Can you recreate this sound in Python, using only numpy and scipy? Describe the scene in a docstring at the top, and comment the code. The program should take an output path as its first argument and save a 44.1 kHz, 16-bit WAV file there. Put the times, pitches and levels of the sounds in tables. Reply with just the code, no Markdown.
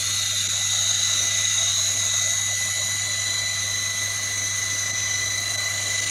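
"""In a factory hall, a handheld laser cleaner strips rust from a steel plate.
The beam scans the plate about 2000 times a second, which whines; the spot also sweeps to and fro
about 25 times a second, so the whine warbles. Rust turning to vapour fizzes and hisses in drifting
bands. Below lie a mains hum, the hall's ventilation, patchy low noise and a few soft, dull knocks."""
import sys
import numpy as np
from scipy import signal
from scipy.fft import rfft, irfft, next_fast_len
from scipy.io import wavfile
from scipy.ndimage import uniform_filter1d

SR = 44100
rng = np.random.default_rng(int(sys.argv[2]) if len(sys.argv) > 2 else 0)


def bounce(signal):
    """Save signal as a 16-bit WAV file at the path given by the first command-line argument."""
    frames = np.transpose(np.atleast_2d(signal))
    limited = np.clip(frames, -1, 1)
    pcm = np.round(limited * 32767).astype(np.int16)
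    wavfile.write(sys.argv[1], SR, pcm)


N = 269010
TIME = np.arange(N) / SR
# hiss is drawn on a grid of short moments (frames) and frequencies (bins)
FRAME_S = np.arange(N // 256 + 5) * 256 / SR
BIN_HZ = np.fft.rfftfreq(1024, 1 / SR)
SCAN_HZ, SWEEP_HZ, MAINS_HZ = 2000.85, 24.976, 99.95

# the sound sags at both turns of the sweep: time_s, far_depth, near_depth (both 0-1)
TURN_SAGS = [(0, .38, .28), (2, .43, .3), (3, .48, .22), (4.6, .52, .27), (5.1, .6, .2), (5.45, .78, .06),
             (6.1, .74, .07)]
# the whine's three main harmonics as gun and listener move: time_s, first_db, second_db, third_db
WHINE_LEVELS = [(0, -39.5, -40, -41), (.25, -41, -43, -33.5), (.5, -45, -34, -36), (.65, -37, -37.5, -40),
                (.85, -41, -32.5, -34), (1.08, -37.5, -30, -39), (1.22, -37, -35, -26),
                (1.45, -34.5, -35, -38), (1.6, -36, -39, -34), (1.8, -48, -28.5, -34), (2, -37, -36, -36),
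                (2.22, -34, -36.5, -31.5), (2.42, -34.5, -42, -38), (2.55, -31.5, -38, -34),
                (2.75, -33.5, -35, -34), (2.95, -33, -35, -33), (3.15, -32.5, -30.5, -34),
                (3.7, -33, -31, -33), (4.15, -33.5, -36, -39.5), (4.47, -32.5, -35, -29.5),
                (4.6, -32.5, -36, -37), (4.78, -31.5, -34.5, -29.5), (4.92, -31, -36.5, -31.5),
                (5.05, -31.5, -34.5, -28.5), (5.25, -30.3, -33.5, -32.5), (5.45, -34, -32, -32.5),
                (5.65, -29.5, -29, -34.5), (5.76, -32, -35.5, -35.5), (5.97, -29, -30.5, -34),
                (6.1, -31, -43, -33)]
# faint high tones of the whine: harmonic, level_db
WHINE_OVERTONES = [(4, -57), (6, -60)]
# tone colour of the fizz: pitch_hz, loose_rust_db, bare_steel_db
FIZZ_COLOURS = [(705, -50, -45), (1010, -23, -3), (1370, -9.5, 0), (1700, -4, -1), (2260, -1, 2.5),
                (2530, -3.5, -2), (2850, 1, -2), (3100, -2.5, 0.5), (3490, -0.5, 1.5), (4370, 1.5, 3.5),
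                (4700, -2, -4), (5150, -3.5, -1.5), (5600, 1.5, -1), (7250, -0.5, -6), (9100, -2.5, 0),
                (9600, -2.5, -11.5), (9600, 0, -9), (11110, -2, -3), (11700, -7.5, -11),
                (13660, -13.5, -19), (15000, -58, -40)]
# the fizz thins as loose rust burns off: time_s, level_db, treble_lift_db, bare_share (0-1)
FIZZ_CHANGES = [(0, -30.5, -1, 0.37), (.6, -30.5, -3.5, 0), (1.5, -30, -6, 0.1), (2.1, -32, -1.5, 0.3),
                (2.7, -32.5, -0.5, 0.36), (3.3, -34, -1, 0.98), (4.4, -34.5, 0.5, 0.9),
                (5.1, -34.5, -2, 0.9), (5.6, -33.5, 0.5, 0.77), (6, -30, -9, 0.1)]
# how hard the rust boils away, heard in the hiss bands: time_s, level_db
BAND_LEVELS = [(0, -28.5), (0.35, -30), (0.8, -25.5), (1.15, -25), (1.32, -27.5), (1.65, -25), (1.92, -25),
               (2.22, -25.5), (2.6, -29), (3.0, -28), (3.5, -34.5), (3.75, -30), (4.18, -32), (4.45, -31),
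               (5.1, -32), (5.62, -34), (6.1, -30.5)]
# the bands glide as the gun settles, then drift with its aim: time_s, lower_hz, upper_hz
BAND_CENTRES = [(0, 3550, 6620), (.19, 3810, 6630), (.35, 3660, 6730), (.6, 3820, 6620), (1.1, 3810, 6530),
                (1.58, 3760, 6480), (1.86, 3840, 6620), (2.12, 3805, 6560), (2.75, 3880, 6730),
                (3.45, 3920, 6750), (3.64, 3750, 6470), (5.3, 3970, 6490), (5.6, 4070, 6530),
                (5.8, 3970, 6670), (6.1, 3800, 6600)]
# a well-focused beam gives narrow bands: time_s, width_factor, lower_bands_db
BEAM_FOCUS = [(0, 1, -5.5), (.35, 1.04, -1.5), (.8, 1.1, -3.5), (1.6, 0.96, -3), (1.92, 0.79, -8.5),
              (2.17, 1, -4.5), (2.6, 0.72, -8), (3.3, 0.9, -8), (4.4, 1.16, -14), (5.3, 1.5, -6),
              (6.1, 1.1, -7.5)]
# a narrow cut between upper band and whine (a boost if negative): time_s, pitch_hz, depth_db
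BAND_NOTCH = [(0, 5860, -9), (.6, 6360, -4), (1.2, 6400, 15), (2.3, 6230, -5), (2.9, 6230, 7),
              (3.35, 6400, -3), (3.65, 5700, -3), (6.1, 5900, 14)]
# weak resonances that come and go, one list each: time_s, centre_hz, relative_db
WEAK_BANDS = [
    [(0, 4310, -5), (.2, 4200, -4.5), (.45, 3950, -3), (.8, 3900, -36)],
    [(0, 6330, -8), (.15, 6220, -7), (.35, 6060, -14), (.65, 5950, -40)],
    [(0, 7340, -14), (.45, 7200, -11), (.9, 7360, -22), (1.4, 7300, -17), (2.1, 7260, -13),
     (2.6, 7200, -27), (3.5, 7040, -3), (3.9, 7320, -18), (5.4, 7100, -14), (6.1, 7100, -3)],
    [(0, 8700, -22), (2.4, 8460, -21), (2.9, 8700, -15.5), (4.3, 8870, -14.5), (5.3, 9000, -28),
     (5.8, 9040, -11), (6.1, 8900, -8)],
]
# the hiss drops away for a split second: middle_s, half_length_s, depth_db
HISS_DIPS = [(0.482, 0.004, 20), (1.3, 0.022, 2), (1.955, .007, 5), (4.924, 0.008, 10), (5.568, 0.0065, 15),
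             (6.012, .0055, 10), (6.057, 0.0055, 10)]
# hum of the laser's power supply: harmonic, level_db
HUM_HARMONICS = [(1, -40.5), (2, -56), (3, -79)]
# tone colour of the ventilation's rumble: pitch_hz, level_db
RUMBLE_COLOUR = [(15,5.5),(30,-6),(60,5),(110,6.5),(180,3),(250,-2.5),(350,-54),(800,-51)]
# tone colours of the low and the mid background noise: pitch_hz, level_db
LOW_COLOUR = [(100,-14),(200,-17),(290,4.5),(360,-3.5),(430,0),(520,1),(900,-15.5)]
MID_COLOUR = [(300,-41),(420,-54),(520,6.5),(640,13.5),(760,10),(900,1.5),(1150,12),(1700,-7),(4000,-37)]
# background noise with brief gaps that are shallower later on: time_s, mid_db, low_db, gap_depth_db
BACKGROUND_LEVELS = [(0, -47.5, -51.5, 15), (.8, -47.5, -64.5, 26), (1.15, -45, -44.5, 9),
                     (1.6, -45.5, -57, 23), (1.95, -45.5, -50.5, 14), (2.6, -45, -55, 25),
                     (3.3, -45, -48, 3), (4.1, -46, -49.5, 7), (5.1, -46.5, -47, 2), (5.75, -42, -47, 3),
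                     (6.1, -46, -43, 6)]
# soft knocks under the sizzle: start_s, level_db
KNOCK_HITS = [(.478, -35.5), (1.948, -36), (2.313, -43), (2.946, -39), (4.928, -35)]
# the tones a knock rings with: pitch_hz, level_db, ring_s (time to fade by 60 dB)
KNOCK_TONES = [(115, -9, 0.047), (232, -3, 0.065), (335, -4.5, 0.073), (477, -12, 0.057), (820, -7, .04)]


def gain_of(db):
    """Turns decibels into a gain to multiply by."""
    return 10 ** (np.asarray(db) / 20)


def evened(x):
    """Scales a signal to an average strength (rms) of one."""
    return x / np.sqrt(np.mean(abs(x) ** 2) + 1e-20)


def follow(rows, at=TIME):
    """Joins a table's rows with straight lines: one curve for each column after time."""
    time_s, *columns = np.transpose(rows)
    return [np.interp(at, time_s, column) for column in columns]


def colour_gain(points, hz):
    """Gain at each frequency, read from (pitch_hz, level_db) points."""
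    pitch_hz, level_db = np.transpose(points)
    return gain_of(np.interp(np.log(hz + 1), np.log(pitch_hz), level_db))


def filtered_noise(gain_at):
    """Steady noise, shaped by a function that gives each frequency a gain."""
    size = next_fast_len(N)
    hz = np.fft.rfftfreq(size, 1 / SR)
    return evened(irfft(rfft(rng.standard_normal(size)) * gain_at(hz), size)[:N])


def wander(rate_hz):
    """A random wobble, mostly slower than the given rate."""
    return filtered_noise(lambda hz: 1 / (1 + (hz / rate_hz) ** 2))


def patches(span_s, span_hz):
    """Random blotches over time and frequency."""
    field = rng.standard_normal((len(FRAME_S), len(BIN_HZ)))
    field = uniform_filter1d(field, max(1, round(span_s / FRAME_S[1])), axis=0)
    return evened(uniform_filter1d(field, max(1, round(span_hz / BIN_HZ[1])), axis=1))


def hiss(shape, patch_db):
    """Noise that follows a grid of gains (frames by bins), louder and softer in patches."""
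    real, imag = rng.standard_normal((2, *shape.shape))
    spectra = (real + 1j * imag) * shape * gain_of(patch_db * patches(span_s=.25, span_hz=220))
    return evened(signal.istft(spectra.T, nperseg=1024, noverlap=768)[1][:N])


def sweep(lag_cycles=.14):
    """Where the spot is in its to-and-fro cycle, as an angle: zero at the far turn."""
    return 2 * np.pi * (SWEEP_HZ * TIME - lag_cycles)


def throb(share):
    """The level sags broadly at the sweep's far turn and briefly at the near turn."""
    far, near = follow(TURN_SAGS)
    place = np.cos(sweep())
    sag = far * np.exp(1.8 * (place - 1)) + near * np.exp(-8 * (place + 1))
    return evened(1 - share * sag)


def scan_tone(harmonic, swing_rad=.44, roughness=.23, rough_hz=60, waver_db=.75):
    """One tone of the whine; the sweeping spot moves nearer and farther, so it warbles."""
    travel = swing_rad * (np.cos(sweep()) + .3 * np.cos(2 * sweep()))
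    # uneven rust roughens the higher tones most
    patchy = 1 + roughness * max(1, (harmonic / 2) ** 2) * (wander(rough_hz) + 1j * wander(rough_hz))
    angle = harmonic * (2 * np.pi * SCAN_HZ * TIME + travel) + 2 * np.pi * rng.random()
    tone = evened((patchy * np.exp(1j * angle)).real)
    return gain_of(waver_db * wander(4)) * tone * throb(1 if harmonic < 3 else .7)


def whine():
    """The scanning beam sings at whole multiples of its rate: three strong, two faint."""
    harmonics = [*enumerate(follow(WHINE_LEVELS), 1), *WHINE_OVERTONES]
    return sum(gain_of(db) * scan_tone(round(harmonic)) for harmonic, db in harmonics)


def fizz(flicker_db=1.93, grain_db=2.4):
    """Broad, grainy hiss, full over loose rust and hollower over bare steel; its treble flickers."""
    pitch_hz, *colours = np.transpose(FIZZ_COLOURS)
    loose_db, bare_db = (np.interp(np.log(BIN_HZ + 1), np.log(pitch_hz), db) for db in colours)
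    _, lift_db, bare_share = follow(FIZZ_CHANGES, FRAME_S)
    treble = np.clip((BIN_HZ - 5000) / 5000, 0, 2)
    shape_db = loose_db + np.outer(bare_share, bare_db - loose_db)
    shape_db += np.outer(lift_db, np.minimum(treble, 1))
    shape_db += flicker_db * treble * patches(.045, 350)
    shape_db += grain_db * np.minimum(patches(.05, 170), 1.2)
    return gain_of(follow(FIZZ_CHANGES)[0]) * hiss(gain_of(shape_db), patch_db=1.86)


def hiss_band(centre_hz, core_hz, skirt_hz, skirt_db, notch_width_hz=44):
    """A resonance: a narrow core of hiss in a wide, softer skirt. It widens as focus is lost."""
    width = follow(BEAM_FOCUS, FRAME_S)[0]
    offset = (BIN_HZ - centre_hz[:, None]) / width[:, None]
    core = np.exp(-(offset / core_hz) ** 2)
    skirt = gain_of(skirt_db) ** 2 / (1 + (offset / skirt_hz) ** 2) ** 3
    power = core + skirt
    notch_hz, depth_db = (curve[:, None] for curve in follow(BAND_NOTCH, FRAME_S))
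    notch = gain_of(-depth_db * np.exp(-((BIN_HZ - notch_hz) / notch_width_hz) ** 2))
    return hiss(notch * np.sqrt(power / power.sum(axis=1, keepdims=True)), patch_db=.9)


def weak_band(curve):
    """A weaker resonance that glides and fades on its own."""
    centre_hz, level_db = follow(curve, FRAME_S)[0], follow(curve)[1]
    return gain_of(level_db) * hiss_band(centre_hz, core_hz=88, skirt_hz=250, skirt_db=-8)


def rust_bands(sputter_db=.37):
    """Boiling rust hisses in two main bands, a faint low one and weak extras; each sputters."""
    lower_hz, upper_hz = follow(BAND_CENTRES, FRAME_S)
    balance_db = follow(BEAM_FOCUS)[1]
    faint = hiss_band(np.full(len(FRAME_S), 1378), core_hz=93, skirt_hz=200, skirt_db=-24)
    lower = hiss_band(lower_hz, core_hz=102, skirt_hz=420, skirt_db=-14)
    upper = hiss_band(upper_hz, core_hz=177, skirt_hz=720, skirt_db=-8.5)
    bands = [gain_of(balance_db - 15.5) * faint,
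             gain_of(balance_db + .5) * lower * throb(.55),
             gain_of(.5) * upper * throb(.08),
             *map(weak_band, WEAK_BANDS)]
    sputtering = sum(band * gain_of(-sputter_db * wander(80)) for band in bands)
    return gain_of(follow(BAND_LEVELS)[0]) * sputtering


def sizzle(sputter_db=.47, band_dip_share=.6):
    """Bands and fizz together: the hiss sputters, and a few times drops away for a split second."""
    dip_db = sum(db * np.exp(-((TIME - middle_s) / half_s) ** 2) for middle_s, half_s, db in HISS_DIPS)
    bands = rust_bands() * gain_of(-band_dip_share * dip_db)
    broad = fizz() * throb(.11) * gain_of(-dip_db)
    return (bands + broad) * gain_of(sputter_db * wander(45))


def mains_hum(waver=.028):
    """The laser's power supply hums, wavering a little in level."""
    hum = sum(gain_of(db) * evened(np.sin(2 * np.pi * (round(k) * MAINS_HZ * TIME + rng.random())))
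              for k, db in HUM_HARMONICS)
    return hum * (1 + waver * wander(3))


def ventilation(level_db=-50.5):
    """The hall's ventilation makes a steady, low rumble."""
    return gain_of(level_db) * filtered_noise(lambda hz: colour_gain(RUMBLE_COLOUR, hz))


def background_noise():
    """Soft low and mid noise with brief gaps that are shallower later on."""
    mid_db, low_db, gap_depth_db = follow(BACKGROUND_LEVELS)
    # the cap lets the low noise dip far but rise only a little
    low_gaps_db = np.minimum(gap_depth_db * wander(12), 2.5)
    low = gain_of(low_db + low_gaps_db) * filtered_noise(lambda hz: colour_gain(LOW_COLOUR, hz))
    # the mid noise turns thin and blotchy where the gaps are deep
    frame_depth_db = follow(BACKGROUND_LEVELS, FRAME_S)[2][:, None]
    mid_gaps_db = .55 * frame_depth_db * np.minimum(patches(.04, 220) - .3, .3)
    mid = gain_of(mid_db) * hiss(colour_gain(MID_COLOUR, BIN_HZ) * gain_of(mid_gaps_db), patch_db=.5)
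    return low + mid


def knocks(attack_s=.0028):
    """Each knock rings a few low tones that die away quickly."""
    out = np.zeros(N)
    for start_s, level_db in KNOCK_HITS:
        start = round(start_s * SR)
        t = np.maximum(TIME[start:start + SR // 5] - start_s, 0)
        ring = sum(gain_of(db - 60 * t / ring_s) * np.sin(2 * np.pi * (hz * t + rng.random()))
                   for hz, db, ring_s in KNOCK_TONES)
        out[start:start + len(t)] += gain_of(level_db) * np.minimum(t / attack_s, 1) * ring
    return out


def scene():
    """The laser at work and the hall around it, in one channel."""
    return (whine() + sizzle() + mains_hum() + ventilation() + background_noise() + knocks())[None]


def record(dry):
    """Cuts away the very highest treble."""
    low_pass = signal.firwin(511, cutoff=15750, window=("kaiser", 9), fs=SR)
    return signal.oaconvolve(dry, low_pass[None], "same")


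dry = scene()
out = record(dry)
bounce(out)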